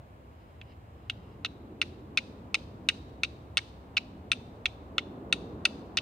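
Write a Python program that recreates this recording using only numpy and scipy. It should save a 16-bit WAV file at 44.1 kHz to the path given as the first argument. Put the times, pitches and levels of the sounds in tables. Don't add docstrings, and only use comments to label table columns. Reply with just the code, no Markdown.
import sys
import numpy as np
from scipy import signal
from scipy.fft import irfft, next_fast_len
from scipy.io import wavfile
from scipy.ndimage import uniform_filter1d

SR = 44100
rng = np.random.default_rng(int(sys.argv[2]) if len(sys.argv) > 2 else 0)


def invert_db(level):
    return 10 ** (np.asarray(level, dtype=float) / 20)


def generate_wav(sig):
    pcm = np.round(np.clip(np.atleast_2d(sig).T, -1, 1) * 32767).astype(np.int16)
    wavfile.write(sys.argv[1], SR, pcm)


N = 265041

# (time [s], peak level [dB], rod ring [Hz], looseness of grip [dB], sharpness of the cut [dB])
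BITES = [(0.614, -29.5, 3000, -2, -49), (1.0983, -14, 3270, -1, -10.5), (1.4478, -17.5, 2660, 4.5, -4.5),
         (1.8154, -8, 2750, -2, -2), (2.1735, -6, 2930, -2.5, -3), (2.544, -7, 2584, -1.5, 1.5),
         (2.8878, -4.5, 2900, -3, 1.5), (3.234, -9, 2680, 0.5, 0), (3.5711, -7.5, 2710, 1, 5.5),
         (3.9698, -6.5, 2800, -6.5, -14), (4.317, -9.5, 2500, 4, 7), (4.6565, -7, 2690, 0, -13.5),
         (4.9813, -11.5, 3050, 5.5, -15.5), (5.3263, -9.5, 2790, 3.5, 8), (5.6535, -6, 2760, 1, 1.5),
         (5.9718, -14, 2600, 7, 4.5)]

# (centre [Hz], width [Hz], level [dB], left minus right [dB])
HANDLE = [
    (1350, 160, 0, -1),
    (1860, 161, 0, -7),
]
STRIKER = [
    (3667, 560, 6.5, 4.3),
    (3900, 53, 2.5, 9.3),
    (3740, 400, -19, 2.4),
]
TIP = [
    (5400, 4500, -6.5, 4),
    (6050, 320, -11.5, 4.8),
    (6150, 610, 3, 1.9),
    (6550, 500, 3, 3.4),
]
EDGE = [
    (8250, 440, -6, 5),
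    (8760, 260, -3, 6),
]
# (centre [Hz], width [Hz], level [dB], left minus right [dB])
TEARING = [
    (10500, 500, -6.5, -7),
    (12700, 1200, 2, 5.5),
    (14800, 1300, -5, -2.5),
]

BUFFER, LEAD_S = 4096, .005


def level(x, db):
    return x * invert_db(db) / np.sqrt(np.mean(x ** 2))


def ring(x, hz, width_hz):
    return signal.lfilter(*signal.iirpeak(hz, hz / width_hz, fs=SR), x)


def edge(x, hz, kind, order=2):
    return signal.sosfilt(signal.butter(order, hz, kind, fs=SR, output="sos"), x)


def walk(rate):
    hold = int(SR / rate)
    held = np.repeat(rng.standard_normal(N // hold + 1), hold)
    return 1.3 * uniform_filter1d(uniform_filter1d(held, hold), hold)[:N]


def curve(table):
    times, *columns = np.transpose(table)
    return [np.interp(np.arange(N) / SR, times, column) for column in columns]


def coloured(shape, lo_hz, hi_hz):
    size = next_fast_len(N)
    ln_hz = np.log(np.maximum(np.fft.rfftfreq(size, 1 / SR), 1))
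    shape_hz, shape_db = np.transpose(shape)
    db = np.interp(ln_hz, np.log(shape_hz), shape_db)
    low_edge = 1 + np.exp(8 * (np.log(lo_hz) - ln_hz))
    high_edge = 1 + np.exp(8 * (ln_hz - np.log(hi_hz)))
    real, imaginary = rng.standard_normal((2, len(db)))
    spectrum = (real + 1j * imaginary) * invert_db(db) / np.sqrt(low_edge * high_edge)
    return level(irfft(spectrum, size)[:N], 0)


def pan_gain(pan_db):
    return invert_db(np.array([[pan_db], [-pan_db]]) / 2)


def body(force, modes):
    out = 0
    for k, (hz, width_hz, db, pan_db) in enumerate(modes):
        out = out + (-1) ** k * invert_db(db) * pan_gain(pan_db) * ring(force, hz, width_hz)
    return out / np.abs(out).max()


def grit(envelope, scatter_db):
    sign, size = rng.standard_normal((2, BUFFER))
    return envelope * sign * invert_db(scatter_db * np.abs(size))


def regrip(modes):
    detune = 1 + .03 * np.tanh(rng.standard_normal())
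    return [(hz * detune, *rest) for hz, *rest in modes]


def place(out, sound, s):
    start = int((s - LEAD_S) * SR)
    out[:, start:start + BUFFER] += sound


def bites():
    # (level [dB], change per looseness [dB/dB], change per sharpness [dB/dB])
    parts = [
        (-13.5, 1.3, .01),
        (-4, 1.14, 0.25),
        (-16.5, -0.06, .4),
        (-23.5, -0.35, 1.1),
        (-40.5, 0.7, 0.1),
    ]
    out = np.zeros((2, N + 8192))
    ms = (np.arange(BUFFER) / SR - LEAD_S) * 1000
    run_up = .06 * np.exp(np.minimum(ms, 0) / .55)
    trail = np.exp(-ms / 2.07) + 0.066 * np.exp(-ms / 11)
    skid = np.where(ms < 0, run_up, trail)
    impact = np.arange(BUFFER) == np.searchsorted(ms, 0)
    for s, db, rod_hz, loose_db, sharp_db in BITES:
        grains = invert_db(-19.5) * grit(skid, 5.7)
        force = grains + impact
        push = edge(force, 5200, "low")
        rings = [body(push, HANDLE), body(push, regrip(STRIKER)), body(push, regrip(TIP)),
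                 body(force, regrip(EDGE)), body(grains, TEARING)]
        sound = invert_db(-2) * body(push, [(rod_hz, 512, 0, -3), (2382, 300, 2.5, -2)])
        for part, (base_db, per_loose, per_sharp) in zip(rings, parts):
            sound = sound + invert_db(base_db + per_loose * loose_db + per_sharp * sharp_db) * part
        place(out, invert_db(db) * pan_gain(1.4) * sound, s)
    return out[:, :N]


def catches():
    # (time [s], level [dB], ring [Hz], length [ms])
    edge_catches = [(1.4512, -19, 2750, .7), (1.4583, -24.5, 3770, 4), (1.461, -26.5, 2720, 4),
                    (1.8187, -15, 2360, 3.9), (1.8262, -19.5, 2420, 1.5), (1.83, -31, 2330, 3),
                    (2.184, -18.5, 2430, 2.1), (2.188, -22.5, 2400, 2.8), (2.5533, -14.5, 2570, 2.2),
                    (2.8909, -19, 2580, 1.5), (2.899, -22.5, 1880, 3.2), (3.2472, -21.5, 2680, 6),
                    (3.5771, -17.5, 3000, 3.4), (3.5792, -12.5, 3050, 2.7), (3.5879, -21.5, 1880, 4),
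                    (3.968, -16, 2810, .6), (3.9714, -17.5, 2630, 2.7), (3.976, -20, 2430, 2.1),
                    (3.9795, -13, 2510, 2.1), (4.3282, -26, 2470, 1.6), (4.332, -18, 2743, 1.5),
                    (4.6628, -18, 3370, 1.8), (4.6656, -26, 2553, 1.5), (4.9926, -26.5, 2170, 6),
                    (5.333, -30.5, 2700, 3), (5.652, -14, 3900, .4), (5.6567, -20, 2780, 1.1),
                    (5.6606, -19, 2670, 2.1), (5.9797, -18, 2980, 6), (5.9863, -14.5, 2720, 3.3)]
    out = np.zeros((2, N + 8192))
    ms = (np.arange(BUFFER) / SR - LEAD_S) * 1000
    for s, db, rod_hz, length_ms in edge_catches:
        skid = np.exp(-.5 * (ms / (.45 * length_ms)) ** 2)
        grains = grit(skid, 4.0)
        push = edge(grains, 4500, "low", order=3)
        sound = body(push, [(rod_hz, 320, 0, -1.5)])
        sound += invert_db(-6) * body(push, STRIKER + TIP)
        sound += invert_db(-33.5) * body(push, HANDLE)
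        sound += invert_db(-42.5) * body(grains, EDGE + TEARING)
        place(out, invert_db(db - 1.0) * sound, s)
    return out[:, :N]


def sparks():
    # (frequency [Hz], level [dB/Hz])
    fizz = [
        (1500, -9),
        (2600, -6),
        (4100, -2),
        (5500, -11.5),
        (7000, -17),
        (9000, -20.5),
        (11000, -30.5),
        (16000, -41.5),
    ]
    t = np.arange(N) / SR
    glow = 0
    for s, peak_db, *_, sharp_db in BITES:
        db = peak_db - 50.5 + 0.37 * sharp_db
        age = np.maximum(t - s, 0)
        flare = np.minimum(age / .02, 1)
        glow = glow + invert_db(db) * flare * np.exp(-np.log(1000) * age / 0.74)
    return glow * np.array([invert_db(2.5 * walk(68)) * coloured(fizz, 1200, 20000) for _ in range(2)])


def wood(dry):
    # (level [dB], t60 [s], low edge [Hz], high edge [Hz])
    echoes = [
        (-9.5, 0.025, 1000, 21000),
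        (-22, 0.44, 3340, 6900),
        (-25.5, 1, 4000, 5500),
    ]
    t = np.arange(N) / SR
    left, right = edge(dry, 4540, "low", order=1)
    ground = np.array([invert_db(-9) * np.interp(t - .00137, t, left), invert_db(-4.5) * np.interp(t - .001417, t, right)])
    t = t[:SR]
    tail = 0
    for db, t60, thin_hz, dull_hz in echoes:
        fade = np.exp(-np.log(1000) * t / t60) * np.minimum(t / .004, 1)
        scatter = rng.standard_normal((2, SR)) * fade
        band = edge(edge(scatter, dull_hz, "low"), thin_hz, "high", order=3)
        tail = tail + invert_db(db) * band / np.sqrt(np.sum(scatter[0] ** 2))
    return dry + ground + signal.fftconvolve(dry, tail, axes=1)[:, :N]


def sleeve():
    # (time [s], level [dB])
    rustle = [
        (0, -91),
        (.22, -92),
        (.42, -74.5),
        (.63, -79),
        (.72, -64.5),
        (.79, -94),
        (1.0, -78),
        (1.3, -73),
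        (1.6, -99),
    ]
    grain = rng.standard_normal((2, N)) * invert_db(1.2 * walk(60))
    grain = grain + 0.93 * grain.mean(axis=0)
    cloth = 0
    for hz, width_hz, db in [(2800, 500, 0), (2200, 800, -4), (3800, 600, -8), (5000, 250, -7)]:
        cloth = cloth + invert_db(db) * ring(ring(grain, hz, width_hz), hz, width_hz)
    return invert_db(curve(rustle)[0]) * level(cloth, 1)


def aircraft():
    # (time [s], roar level [dB], roar centre [Hz], clearness of the air path [dB])
    plane = [(0.0, -56, 326, 0.5), (0.05, -61, 260, 2), (0.95, -59.5, 236, 1.2), (1.34, -53, 243, -0.3),
             (1.79, -49.5, 318, -2.2), (2.14, -49.5, 237, -0.8), (3.0, -50, 234, -0.35),
             (3.21, -50.5, 290, -0.16), (3.68, -56, 238, 1.05), (4.42, -49, 241, -0.94),
             (4.74, -52.5, 232, 1.2), (4.77, -52, 280, 1.2), (5.41, -43, 267, -0.4), (5.98, -49, 273, 0.6),
             (6.01, -47.5, 244, 1.3)]
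    # (frequency [Hz], level [dB/Hz])
    shared = [(15, -43), (25, -28), (64, 0), (88, 0), (161, -7.5), (358, -15.5), (426, -21), (784, -21),
              (1600, -41), (2080, -69.5), (3520, -120)]
    differing = [(15, -53), (25, -16), (80, -7), (129, -1.5), (184, -8.5), (268, -2.5), (424, -6),
                 (618, -3.5), (1090, -5.5), (1280, -8.5), (2650, -20.5), (3970, -23.5), (5340, -31),
                 (7380, -33), (15700, -37.5)]
    roar, roar_hz, clear_db = curve(plane)
    rumble = -50 + .1 * (roar + 50) - .4 * clear_db + 0.83 * walk(5.6)
    upper = -56.5 + 0.76 * (roar + 50) + 2.0 * clear_db
    upper_hz = 562 * (1 + .05 * walk(1.6))
    mid = invert_db(rumble) * coloured(shared, 20, 145)
    for low_hz, db, hump_hz, rise_db in ((174, roar, roar_hz, 5.7), (435, upper, upper_hz, 5.55)):
        for hz in low_hz * 2 ** np.arange(0, 1.5, .25):
            hump_db = rise_db * np.exp(-(np.log2(hz / hump_hz) / 0.3) ** 2)
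            flutter_db = 1.5 * walk(4)
            band = coloured([(100, -0.5), (1600, -5.5)], hz, 0.93 * hz)
            mid += invert_db(db - 10.0 + hump_db + flutter_db) * band
    side = invert_db(-62) * coloured(differing, 20, 20000)
    side += invert_db(roar - 14.5) * coloured(differing, 230, 420)
    side += invert_db(upper - 5) * coloured(differing, 800, 1400)
    left_extra = invert_db(roar - 26.5) * coloured(shared, 150, 450)
    return np.array([mid + side + left_extra, mid - side])


def hiss():
    # (frequency [Hz], level [dB/Hz])
    hiss_shape = [(760, -30), (1300, -7.5), (1670, -1.5), (1870, -3), (2060, -2.5), (2720, -4),
                  (5540, -22.5), (7260, -20), (10500, -25), (15100, -20), (15700, -25.5)]
    return invert_db(-71) * coloured(hiss_shape, 890, 20000)


def scene():
    near = bites() + catches()
    near[1] = np.roll(near[1], 1)
    return invert_db(-2.0) * wood(near) + sparks() + sleeve() + aircraft() + hiss()


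def roll_off(x):
    return signal.sosfilt(signal.butter(12, 16640, fs=SR, output="sos"), x)


def record(dry):
    top_cut = signal.ellip(8, .3, 24, 15800, fs=SR, output="sos")
    return roll_off(signal.sosfilt(top_cut, dry))


dry = scene()
out = record(dry)
generate_wav(out)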